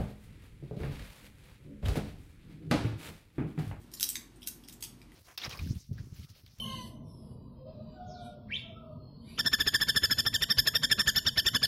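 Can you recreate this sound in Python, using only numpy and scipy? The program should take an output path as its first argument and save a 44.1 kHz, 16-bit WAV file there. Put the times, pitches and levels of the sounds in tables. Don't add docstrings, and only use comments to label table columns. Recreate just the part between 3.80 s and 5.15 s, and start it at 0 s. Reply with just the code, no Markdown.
import sys
import numpy as np
from scipy import signal
from scipy.fft import rfft, irfft
from scipy.io import wavfile
from scipy.ndimage import uniform_filter1d

SR = 44100
rng = np.random.default_rng(int(sys.argv[2]) if len(sys.argv) > 2 else 0)


def transcribe(signal):
    frames = np.atleast_2d(signal).T
    limited = np.clip(frames, -1, 1)
    pcm = np.round(limited * 32767).astype(np.int16)
    wavfile.write(sys.argv[1], SR, pcm)


def invert_db(x):
    u = np.asarray(x, float) / 20
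    return 10 ** u


N = 59535

# (frequency [Hz], density [dB per Hz])
ROOM_NOISE = [(42, -4), (120, -4.5), (330, -6), (480, -23.5), (800, -22), (4500, -31.5), (13000, -40.5),
              (15500, -35)]
# (frequency [Hz], level [dB rms], width [Hz])
MACHINE_HUMS = [(239.3, -65.5, 12), (117.2, -66.5, 21.5), (203.6, -78.5, 3.4)]
# (time [s], level [dB])
RUB_LEVEL = [(0, -65.5), (.09, -86), (.13, -66), (.3, -47), (.5, -84.5), (.6, -101), (.66, -67), (.82, -77),
             (.95, -85), (1.0, -73), (1.2, -78), (1.3, -100), (1.35, -59.5)]
# (time [s], peak [dB], burst length [ms], broad crack against the modes [dB])
SNAPS = [
    (0.1379, -31.5, 2.4, -6),
    (0.1976, -24.5, 1.6, -8),
    (0.2077, -22.5, 3.2, 4),
    (.2291, -10, 0.26, -10.5),
    (0.2904, -15, 0.47, -6),
    (0.3547, -24, 1.93, -17.5),
    (0.6728, -20.5, 3.1, 2),
    (1.025, -25.5, 3.9, -3.5),
]
# (frequency [Hz], width [Hz], level [dB])
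SHEET_1 = [(1100, 77, -17.5), (1830, 67, -18), (4640, 520, -28.5), (5500, 440, -3), (7120, 110, -2.5),
           (9460, 810, -6.5), (11650, 590, -3.5), (13600, 300, -16)]
SHEET_2 = [(3700, 600, -3), (6100, 400, -7), (7300, 700, -10), (10600, 500, -5), (12100, 500, -5),
           (14500, 500, -9)]
SHEET_3 = [(1420, 450, -1), (3400, 230, -30), (6000, 940, 6), (7560, 150, 6.5), (9780, 390, -3),
           (12630, 240, 7.5), (14400, 140, -7)]
SHEET_4 = [(2290, 1200, -14), (3520, 200, -7.5), (3840, 190, -0.5), (4730, 330, 0.5), (5420, 550, 5.5),
           (9120, 760, -2), (10130, 620, -5.5), (11140, 650, 2), (12500, 800, 0), (14300, 860, -11.5)]
SHEET_5 = [(3400, 230, -27), (4540, 310, -18), (6020, 350, -5), (7980, 710, 5), (9630, 710, -2.5),
           (11900, 490, -2.5), (12800, 660, 2.5), (13700, 490, -15.5)]
SHEET_6 = [(1125, 53, -20), (1848, 360, -8.5), (2080, 106, -6), (3696, 91, -1.5), (4900, 450, -3.5),
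           (5660, 440, -4), (6310, 150, -0.5), (7360, 590, -1.5), (11000, 800, -7), (13000, 540, -9)]
SHEET_7 = [(1474, 34, -6.5), (2820, 130, 2), (4300, 190, -8), (6300, 700, 5.5), (8700, 3300, 8),
           (11420, 300, 11), (12500, 180, 9), (13050, 160, -3)]
SHEET_8 = [(950, 84, -14.5), (2610, 450, -5), (3260, 360, 0.5), (4800, 250, 2.5), (6540, 240, 1.5),
           (7940, 1100, 1.5), (9480, 870, -11.5), (11070, 680, -3), (12700, 690, -9.5)]
# (time [s], peak [dB], main pitch [Hz], burst length [ms], broad crack against the modes [dB])
TICKS = [(0.016, -49.5, 8700, 1.2, 11), (0.1165, -43, 5500, 1.3, 12), (0.136, -40, 6000, 2.2, -1),
         (0.1712, -41.5, 4330, 7.4, -33), (.1845, -64, 4900, 1.2, -6), (0.5593, -51.5, 8500, 3.1, 2),
         (0.611, -51.5, 9200, 1.6, -1), (0.619, -42.5, 3160, 4.4, -6), (0.6296, -37, 3350, 3.2, -6.5),
         (.639, -40.5, 3400, 1.2, -8), (0.664, -39.5, 10600, 34, 1), (0.837, -45, 3270, 3.6, -5.5),
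         (0.844, -52, 5200, 6.3, -21), (0.877, -44.5, 5500, 12, -22), (0.8861, -28.5, 2110, 0.12, 9.5),
         (0.9246, -39.5, 7440, 6.5, 4), (1.0066, -41, 9300, 5.7, 17), (1.0373, -27.5, 3330, 3.5, 6),
         (1.047, -37, 3430, 2, -11), (1.216, -43, 2300, 2.1, -9), (1.217, -45.5, 4920, 0.54, -28),
         (.896, -41, 3600, 1.7, -25), (1.3192, -47.5, 1960, 0.12, -6), (1.342, -59, 8950, 5, 3)]
# (delay [ms], level [dB], smear [ms])
ECHOES = [(1.697, -6.5, 0.34), (5.703, -11.5, 0.3), (8.52, -21, 0.41), (9.45, -8.5, 0.052),
          (10.46, -10, 0.16), (13.4, -7, 0.15), (21.97, -19.5, 1.6), (31.6, -32, 0.44), (39.6, -19.5, 0.43),
          (43.8, -29, .6), (53, -26, 0.53)]
# (frequency [Hz], time to fall 60 dB [s])
TAIL_T60 = [(1000, 0.46), (3000, 0.29), (7000, 0.28), (15000, 0.25)]
# (frequency [Hz], level [dB])
TAIL_COLOUR = [(1000, -0.5), (3000, -5), (7000, 0.5), (15000, -1)]

FLOOR_DB = -56.5
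FAN_HZ, FAN_DB = 47, -60
RUB_GRAINS_PER_S, RUB_SPREAD_DB, RUB_LOW_HZ = 950, 4, 3040
CRACK_LOW_HZ, CRACK_HIGH_HZ = 2800, 14500
FIRST_SLIP_DB, SLIP_SPREAD_DB = 17, 3.5
BURST_EDGE, SLIP_EVEN_HZ = 4.0, 500
SHEET_DAMPING, LEAST_WIDTH_SHARE = 1.49, 0.045
SNAP_TRIM_DB, TICK_TRIM_DB = 0.3, -1.4
TICK_WIDTH_SHARE, OVERTONE, OVERTONE_DB = 0.1, 1.65, -7
SCATTER_MS, SCATTER_DB, SCATTER_FADE_MS = 5.0, -11, 7.0
ECHO_LOW_HZ, ECHO_LOW_SHARE = 2570, 0.64
TAIL_DB, TAIL_RISE_MS = -30, 7.0
MIC_DIP_HZ, MIC_DIP_WIDTH_HZ, MIC_DIP_SHARE = 7300, 600, 0.4
LOW_CUT_HZ, CUTOFF_HZ, ABOVE_CUT_DB = 40, 15250, -33


def rms_one(x):
    return x / np.sqrt(np.mean(x ** 2) + 1e-20)


def at_hz(points, hz):
    table_hz, values = np.transpose(points)
    return np.interp(np.log(hz), np.log(table_hz), values)


def band(x, low_hz, high_hz):
    edges_hz = [low_hz, min(high_hz, SR / 2.2)]
    return signal.sosfilt(signal.butter(2, edges_hz, "band", fs=SR, output="sos"), x)


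def resonate(x, hz, width_hz):
    r = np.exp(-np.pi * width_hz / SR)
    zeros = np.array([1, 0, -1]) * (1 - r * r) / 2
    poles = [1, -2 * r * np.cos(2 * np.pi * hz / SR), r * r]
    return signal.lfilter(zeros, poles, x)


def background():
    white = rng.standard_normal((3, N + SR))
    edges = 36 * 2 ** np.arange(0, 9, 1 / 3)
    noise = np.zeros(N + SR)
    for k, (low, high) in enumerate(zip(edges, edges[1:])):
        noise += invert_db(at_hz(ROOM_NOISE, np.sqrt(low * high))) * band(white[k % 2], low, high)
    hums = np.zeros(N)
    for hz, db, width_hz in MACHINE_HUMS:
        hum = resonate(resonate(white[2], hz, width_hz), hz, width_hz)
        hums += invert_db(db) * rms_one(hum[SR:])
    fan = invert_db(FAN_DB) * np.sqrt(2) * np.sin(2 * np.pi * FAN_HZ * np.arange(N) / SR)
    return invert_db(FLOOR_DB) * rms_one(noise[SR:]) + hums + fan


def rub():
    s, db = np.transpose(RUB_LEVEL)
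    sizes = invert_db(RUB_SPREAD_DB * np.minimum(rng.exponential(1, N), 4)) * rng.choice([-1, 1], N)
    grains = sizes * (rng.random(N) < RUB_GRAINS_PER_S / SR)
    level = invert_db(np.interp(np.arange(N) / SR, s, db))
    return level * rms_one(band(grains, RUB_LOW_HZ, CRACK_HIGH_HZ))


def even(x, width_hz):
    spectrum = rfft(x)
    mean_power = uniform_filter1d(np.abs(spectrum) ** 2, size=int(width_hz * x.size / SR))
    levelled = irfft(spectrum / np.sqrt(mean_power), x.size) * np.sqrt(np.sum(x ** 2))
    return levelled * (np.arange(x.size) < 0.75 * x.size)


def mode(x, hz, width_hz):
    return rms_one(resonate(resonate(x, hz, width_hz), hz, 3 * width_hz))


def buckle(peak_db, burst_ms, crack_db, modes):
    ms = np.arange(1200) * 1000 / SR
    sizes = invert_db(SLIP_SPREAD_DB * np.minimum(rng.exponential(1, ms.size), 4))
    slips = sizes * rng.choice([-1, 1], ms.size)
    slips[0] = invert_db(FIRST_SLIP_DB)
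    burst = slips / (1 + (ms / max(burst_ms, 0.05)) ** BURST_EDGE)
    slips = even(burst, SLIP_EVEN_HZ)
    rings = np.zeros(ms.size)
    for hz, width_hz, db in modes:
        rings += invert_db(db) * mode(slips, hz, max(width_hz * SHEET_DAMPING, hz * LEAST_WIDTH_SHARE))
    crack = band(band(slips, CRACK_LOW_HZ, CRACK_HIGH_HZ), 0.72 * CRACK_LOW_HZ, SR)
    sound = rms_one(rings) + invert_db(crack_db) * rms_one(crack)
    return invert_db(peak_db) * sound / np.abs(sound).max()


def add(out, s, x):
    i = int(s * SR)
    out[i:i + len(x)] += x


def pack():
    out = np.zeros(N + SR)
    sheets = [SHEET_1, SHEET_2, SHEET_3, SHEET_4, SHEET_5, SHEET_6, SHEET_7, SHEET_8]
    for (s, db, ms, crack_db), modes in zip(SNAPS, sheets):
        add(out, s, buckle(db + SNAP_TRIM_DB, ms, crack_db, modes))
    for s, db, hz, ms, crack_db in TICKS:
        width_hz = hz * TICK_WIDTH_SHARE
        overtone_hz = min(hz * OVERTONE, CRACK_HIGH_HZ)
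        modes = [(hz, width_hz, 0), (overtone_hz, width_hz, OVERTONE_DB)]
        add(out, s, buckle(db + TICK_TRIM_DB, ms, crack_db, modes))
    return out[:N]


def room(x):
    t = np.arange(SR // 2) / SR
    white = rng.standard_normal((3, t.size))
    response = (t == 0) * 1.0
    for ms, db, smear_ms in list(ECHOES) + [(SCATTER_MS, SCATTER_DB, SCATTER_FADE_MS)]:
        puff = white[2] * (t * 1000 >= ms) * np.exp(-np.maximum(t * 1000 - ms, 0) / smear_ms)
        puff = puff / np.sqrt(np.sum(puff ** 2))
        delay = int(ms * SR / 1000)
        response = response + invert_db(db) * np.roll(even(np.roll(puff, -delay), 900), delay)
    bright = band(response[1:], ECHO_LOW_HZ, SR)
    response[1:] = ECHO_LOW_SHARE * response[1:] + (1 - ECHO_LOW_SHARE) * bright
    edges = 700 * 2 ** np.arange(0, 5, 0.5)
    rise = 1 - np.exp(-t * 1000 / TAIL_RISE_MS)
    for k, (low, high) in enumerate(zip(edges, edges[1:])):
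        hz = np.sqrt(low * high)
        fall = invert_db(TAIL_DB + at_hz(TAIL_COLOUR, hz) - 60 * t / at_hz(TAIL_T60, hz))
        response = response + fall * rise * band(white[k % 2], low, high)
    return signal.fftconvolve(x, response)[:N]


def scene():
    return (room(pack() + rub()) + background())[None]


def low_pass(x):
    return signal.sosfilt(signal.butter(12, 16470, fs=SR, output="sos"), x)


def record(dry):
    x = dry - MIC_DIP_SHARE * resonate(dry, MIC_DIP_HZ, MIC_DIP_WIDTH_HZ)
    x = signal.sosfilt(signal.butter(2, LOW_CUT_HZ, "high", fs=SR, output="sos"), x)
    below_cut = signal.sosfilt(signal.cheby1(12, 1, CUTOFF_HZ, fs=SR, output="sos"), x)
    mix = below_cut + invert_db(ABOVE_CUT_DB) * x
    return low_pass(mix)


dry = scene()
out = record(dry)
transcribe(out)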